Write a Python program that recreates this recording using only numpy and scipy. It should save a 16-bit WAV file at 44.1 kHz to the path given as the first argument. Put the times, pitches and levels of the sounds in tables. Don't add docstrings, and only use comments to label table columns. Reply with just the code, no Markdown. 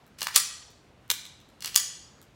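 import sys
import numpy as np
from scipy import signal
from scipy.fft import rfft, irfft
from scipy.io import wavfile
from scipy.ndimage import uniform_filter1d

SR = 44100
rng = np.random.default_rng(int(sys.argv[2]) if len(sys.argv) > 2 else 0)


def log_audio(samples):
    frames = np.atleast_2d(samples).T
    limited = np.clip(frames, -1, 1)
    pcm = np.round(limited * 32767).astype(np.int16)
    wavfile.write(sys.argv[1], SR, pcm)


def volts_from_db(level):
    exponent = np.asarray(level, float) / 20
    return 10 ** exponent


N = 103635

# frequency in Hz, t60 in seconds,
# level in dB at the first slam, level in dB at the second slam, level in dB while pulled.
SLIDE = [(1200, 0.072, 6, -0.5, -4), (1280, 0.078, -3, -15, -6.5), (1983, 0.059, 0, 2, -11.5),
         (2780, 0.04, -22.5, -3.5, 4.5), (3480, 0.029, -5, -2.5, -4.5), (4200, 0.012, -1, -15.5, 5.5),
         (4753, 0.15, -7, 2.5, -7.5), (5177, 0.037, -7, 4.5, -15.5), (6155, 0.034, -9, 2, 5),
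         (6680, 0.037, -0.5, 9, -4.5), (8090, .015, 6.5, -12.5, -6), (8560, 0.044, 0, -8, -20),
         (10480, .07, 6, -1.5, -10), (16000, .06, -16, -15, -30)]


def band(x, hz, q):
    b, a = signal.iirpeak(np.clip(hz, 50, .45 * SR), max(q, .6), fs=SR)
    return signal.lfilter(b, a, x)


def unit(x):
    return x / np.sqrt(np.mean(x ** 2))


def unit_energy(x):
    return x / np.sqrt(np.sum(x ** 2))


def rattle(shape):
    spectrum = rfft(rng.standard_normal(len(shape)) * shape)
    smooth_power = uniform_filter1d(np.abs(spectrum) ** 2, size=len(shape) // 100)
    even = irfft(spectrum / np.sqrt(smooth_power), len(shape))
    return unit_energy(even * np.sqrt(shape))


def ringing(modes):
    t = np.arange(SR // 4) / SR
    hz, t60, db = (column[:, None] for column in np.array(modes, float).T)
    split = rng.uniform(0.0017, 0.011, (len(hz), 1)) * np.array([-1, 1])[:, None, None]
    pair = np.sin(2 * np.pi * hz * (1 + split) * t).sum(axis=0)
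    pair = pair * (-1) ** np.arange(len(hz))[:, None]
    decay = np.exp(-np.log(1000) * t / t60) / np.sqrt(t60)
    return unit_energy((volts_from_db(db) * pair * decay).sum(axis=0))


def contacts(rows, modes):
    crack_q, crack_wide_db = 0.8, -15
    thump_hz, thump_db = 581, -26
    out = np.zeros(N + SR)
    ring = ringing(modes)
    t = np.arange(1024) / SR
    for start_s, db, contact_ms, hz, ring_db in rows:
        envelope = (1 - np.exp(-t / 0.0001)) * np.exp(-(t * 1000 / contact_ms) ** 2)
        push = rattle(envelope) * np.sqrt(SR * contact_ms / 1000)
        crack = band(push, hz, crack_q) * np.sqrt(SR / 4 / hz)
        crack = crack + volts_from_db(crack_wide_db) * np.diff(push, prepend=0)
        knock = volts_from_db(thump_db) * band(np.abs(push), thump_hz, 2.5)
        drive = band(push, hz, 0.88) * np.sqrt(SR / 8 / hz)
        sound = volts_from_db(ring_db) * signal.fftconvolve(drive, ring)
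        sound[:len(t)] += crack + knock
        at = int(start_s * SR)
        out[at:at + len(sound)] += volts_from_db(db) * sound
    return out[:N]


def rails():
    # time in seconds, level in dB.
    rub_first = [(.165, -130), (.186, -47), (.205, -49.5), (.235, -48), (.262, -52), (.30, -60),
                 (.335, -45), (.356, -29), (.362, -130)]
    rub_second = [(1.59, -130), (1.612, -56), (1.635, -52), (1.655, -42.5), (1.675, -38), (1.70, -62.5),
                  (1.722, -51), (1.754, -49.5), (1.76, -130)]
    grains_per_s, scatter_db = 6000, 2
    rub_hz, rub_q, ring_db = 3200, 1, -12.5
    t = np.arange(N) / SR
    hits = rng.random(N) < grains_per_s / SR
    strength = volts_from_db(scatter_db * rng.exponential(size=N))
    grit = unit(hits * strength * rng.standard_normal(N))
    grit = grit * sum(volts_from_db(np.interp(t, *np.array(rub).T)) for rub in (rub_first, rub_second))
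    ring = ringing([(hz, t60, db) for hz, t60, _, _, db in SLIDE])
    return 2 * band(grit, rub_hz, rub_q) + volts_from_db(ring_db) * signal.fftconvolve(grit, ring)[:N]


def squeak():
    end_s, hz, level_db, rise_s = 1.9, 8300, -54, 0.009
    t = np.arange(N) / SR - end_s
    swell = np.exp(np.minimum(t, 0) / rise_s) * (t < 0)
    return volts_from_db(level_db) * np.sin(2 * np.pi * hz * t) * swell


def room(delays_ms, echoes):
    # frequency in Hz, t60 in seconds, level in dB.
    tail_bands = [(400, .3, -7.5), (975, 0.8, -5.5), (1930, 0.63, 0.5), (4000, 0.74, -3.5),
                  (6500, 0.62, -1), (9000, 0.48, 1), (12000, 0.15, -1.5), (16000, .26, 5)]
    tail_db, tail_rise_s = -9, 0.009
    t = np.arange(SR) / SR
    out = np.zeros(SR)
    out[0] = 1
    for ms, (db, smear_ms) in zip(delays_ms, echoes):
        at = int(ms * SR / 1000)
        out[at:at + 1024] += volts_from_db(db) * rattle(np.exp(-t[:1024] * 1000 / smear_ms))
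    band_hz, band_t60, band_db = np.array(tail_bands).T
    tail = 0
    for hz in 300 * 2 ** np.arange(0, 6, 1 / 3):
        t60 = np.interp(np.log(hz), np.log(band_hz), band_t60)
        db = np.interp(np.log(hz), np.log(band_hz), band_db)
        noise = band(band(rng.standard_normal(SR), hz, 2.7), hz, 2.7)
        tail = tail + volts_from_db(db) * noise * np.exp(-np.log(1000) * t / t60)
    tail = tail * (1 - np.exp(-(t / tail_rise_s) ** 3))
    return out + volts_from_db(tail_db) * unit_energy(tail)


def air():
    # frequency in Hz, level in dB per Hz.
    air_spectrum = [(15, -39), (25, -12), (120, -0.5), (363, -11.5), (476, -11.5), (2280, -21.5),
                    (3160, -23.5), (14800, -45.5), (16000, -43.5)]
    level_db, flicker_db = -58, 2.5
    hold = SR // 12
    table_hz, table_db = np.array(air_spectrum).T
    out = 0
    for hz in 28 * 2 ** np.arange(0, 9.3, 1 / 3):
        steps = np.repeat(rng.standard_normal(N // hold + 1), hold)
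        flicker = uniform_filter1d(steps, hold)[:N]
        db = np.interp(np.log(hz), np.log(table_hz), table_db) + flicker_db * flicker
        out = out + volts_from_db(db) * band(band(rng.standard_normal(N), hz, 1.4), hz, 1.4)
    return volts_from_db(level_db) * unit(out)


def scene():
    # start in seconds, level in dB, contact in ms, centre in Hz, ring in dB.
    pull_first = [(.1875, -44.5, 5.7, 4400, -14.5), (.1962, -46, 0.66, 11090, -10.5),
                  (.2078, -29.5, 1.2, 6000, -28), (.2165, -28.5, 4, 4000, 0), (.2188, -27.5, 2, 1200, -10),
                  (.2265, -33, 0.94, 3467, -20), (.2295, -23, 1.5, 6990, -15.5),
                  (.2560, -42.5, 2, 3400, -10), (.2693, -19.5, 1.4, 1422, -24.5),
                  (.2712, -26.5, 2, 4200, -12), (.3460, -34, 3.6, 4450, 3)]
    pull_second = [(1.6063, -41, 2, 6000, -5), (1.6225, -36, 5.4, 4000, -7),
                   (1.6247, -44, 2.4, 7500, -15.5), (1.6412, -44.5, 2.8, 8000, 4.5),
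                   (1.646, -24, 1.6, 3520, -3), (1.6587, -22.5, 0.76, 9000, -6.5),
                   (1.6596, -31.5, 0.67, 5000, -10.5), (1.6920, -46, 4, 3500, -20),
                   (1.7446, -33, 3, 4000, 3)]
    slam_first = [
        (.3568, -20.5, 2.7, 7000, -6),
        (.3603, -7, 2.87, 6500, -3.5),
        (.3650, -15.5, 4, 4000, -20.5),
    ]
    slam_second = [
        (1.7555, -18.5, 1.2, 9000, -15),
        (1.7600, -7.5, 1.83, 6500, 0),
    ]
    striker = [
        (1.0975, -46.5, 3, 1503, -3.5),
        (1.1013, -16, 2.9, 4200, -7),
        (1.1053, -17, 1.2, 8000, -6),
    ]
    ticks = [(.0650, -60, 3, 13000, -4.5), (.7038, -59.5, 2, 9000, -4), (1.0785, -58, 2, 9000, -4.5),
             (1.2530, -41, 2, 4000, -2.5), (1.4022, -53.5, 2, 3440, -9), (1.4885, -60, 3, 5500, -2),
             (2.2154, -48.5, 1.5, 7500, -3.5), (2.2300, -59.5, 2, 6000, -4.5)]
    # frequency in Hz, t60 in seconds, level in dB.
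    frame_modes = [(1130, 0.041, -10), (2060, 0.016, -14), (2940, .015, -5.5), (3116, 0.0072, -0.5),
                   (4200, 0.0094, 8), (5320, 0.017, -16), (6600, .015, -5), (7050, .025, 1),
                   (7980, 0.037, 0.5), (8500, 0.018, -24.5), (9900, 0.0167, -10.5), (11470, .008, 4),
                   (13800, .008, -10.5)]
    low_ms = [9, 12.6, 14.5, 17, 22.5, 38]
    aimed_ms = [8.5, 11.2, 15, 19, 22.5, 36]
    # level in dB, smear in ms.
    low_echoes = [(-14.5, 0.93), (-13, 0.69), (-10.5, 2.8), (-14, 4.1), (-19, 1.6), (-17, 4.9)]
    aimed_echoes = [(-14, .3), (-2.5, 0.64), (-12, 1.5), (-20, 1.57), (-18, 0.44), (-18, 4.4)]

    def slide_modes(column):
        return [(mode[0], mode[1], mode[column]) for mode in SLIDE]

    low = contacts([*pull_first, *pull_second], slide_modes(4)) + rails()
    low = low + contacts(slam_first, slide_modes(2)) + contacts(slam_second, slide_modes(3))
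    aimed = contacts([*striker, *ticks], frame_modes) + squeak()
    heard = signal.fftconvolve(low, room(low_ms, low_echoes))
    heard = heard + signal.fftconvolve(aimed, room(aimed_ms, aimed_echoes))
    return (heard[:N] + air())[None]


def top_cut(x):
    return signal.sosfilt(signal.butter(12, 16980, fs=SR, output="sos"), x)


def record(dry):
    low_pass = signal.ellip(8, .2, 60, 16300, fs=SR, output="sos")
    mix = signal.sosfilt(low_pass, dry)
    return top_cut(mix)


dry = scene()
out = record(dry)
log_audio(out)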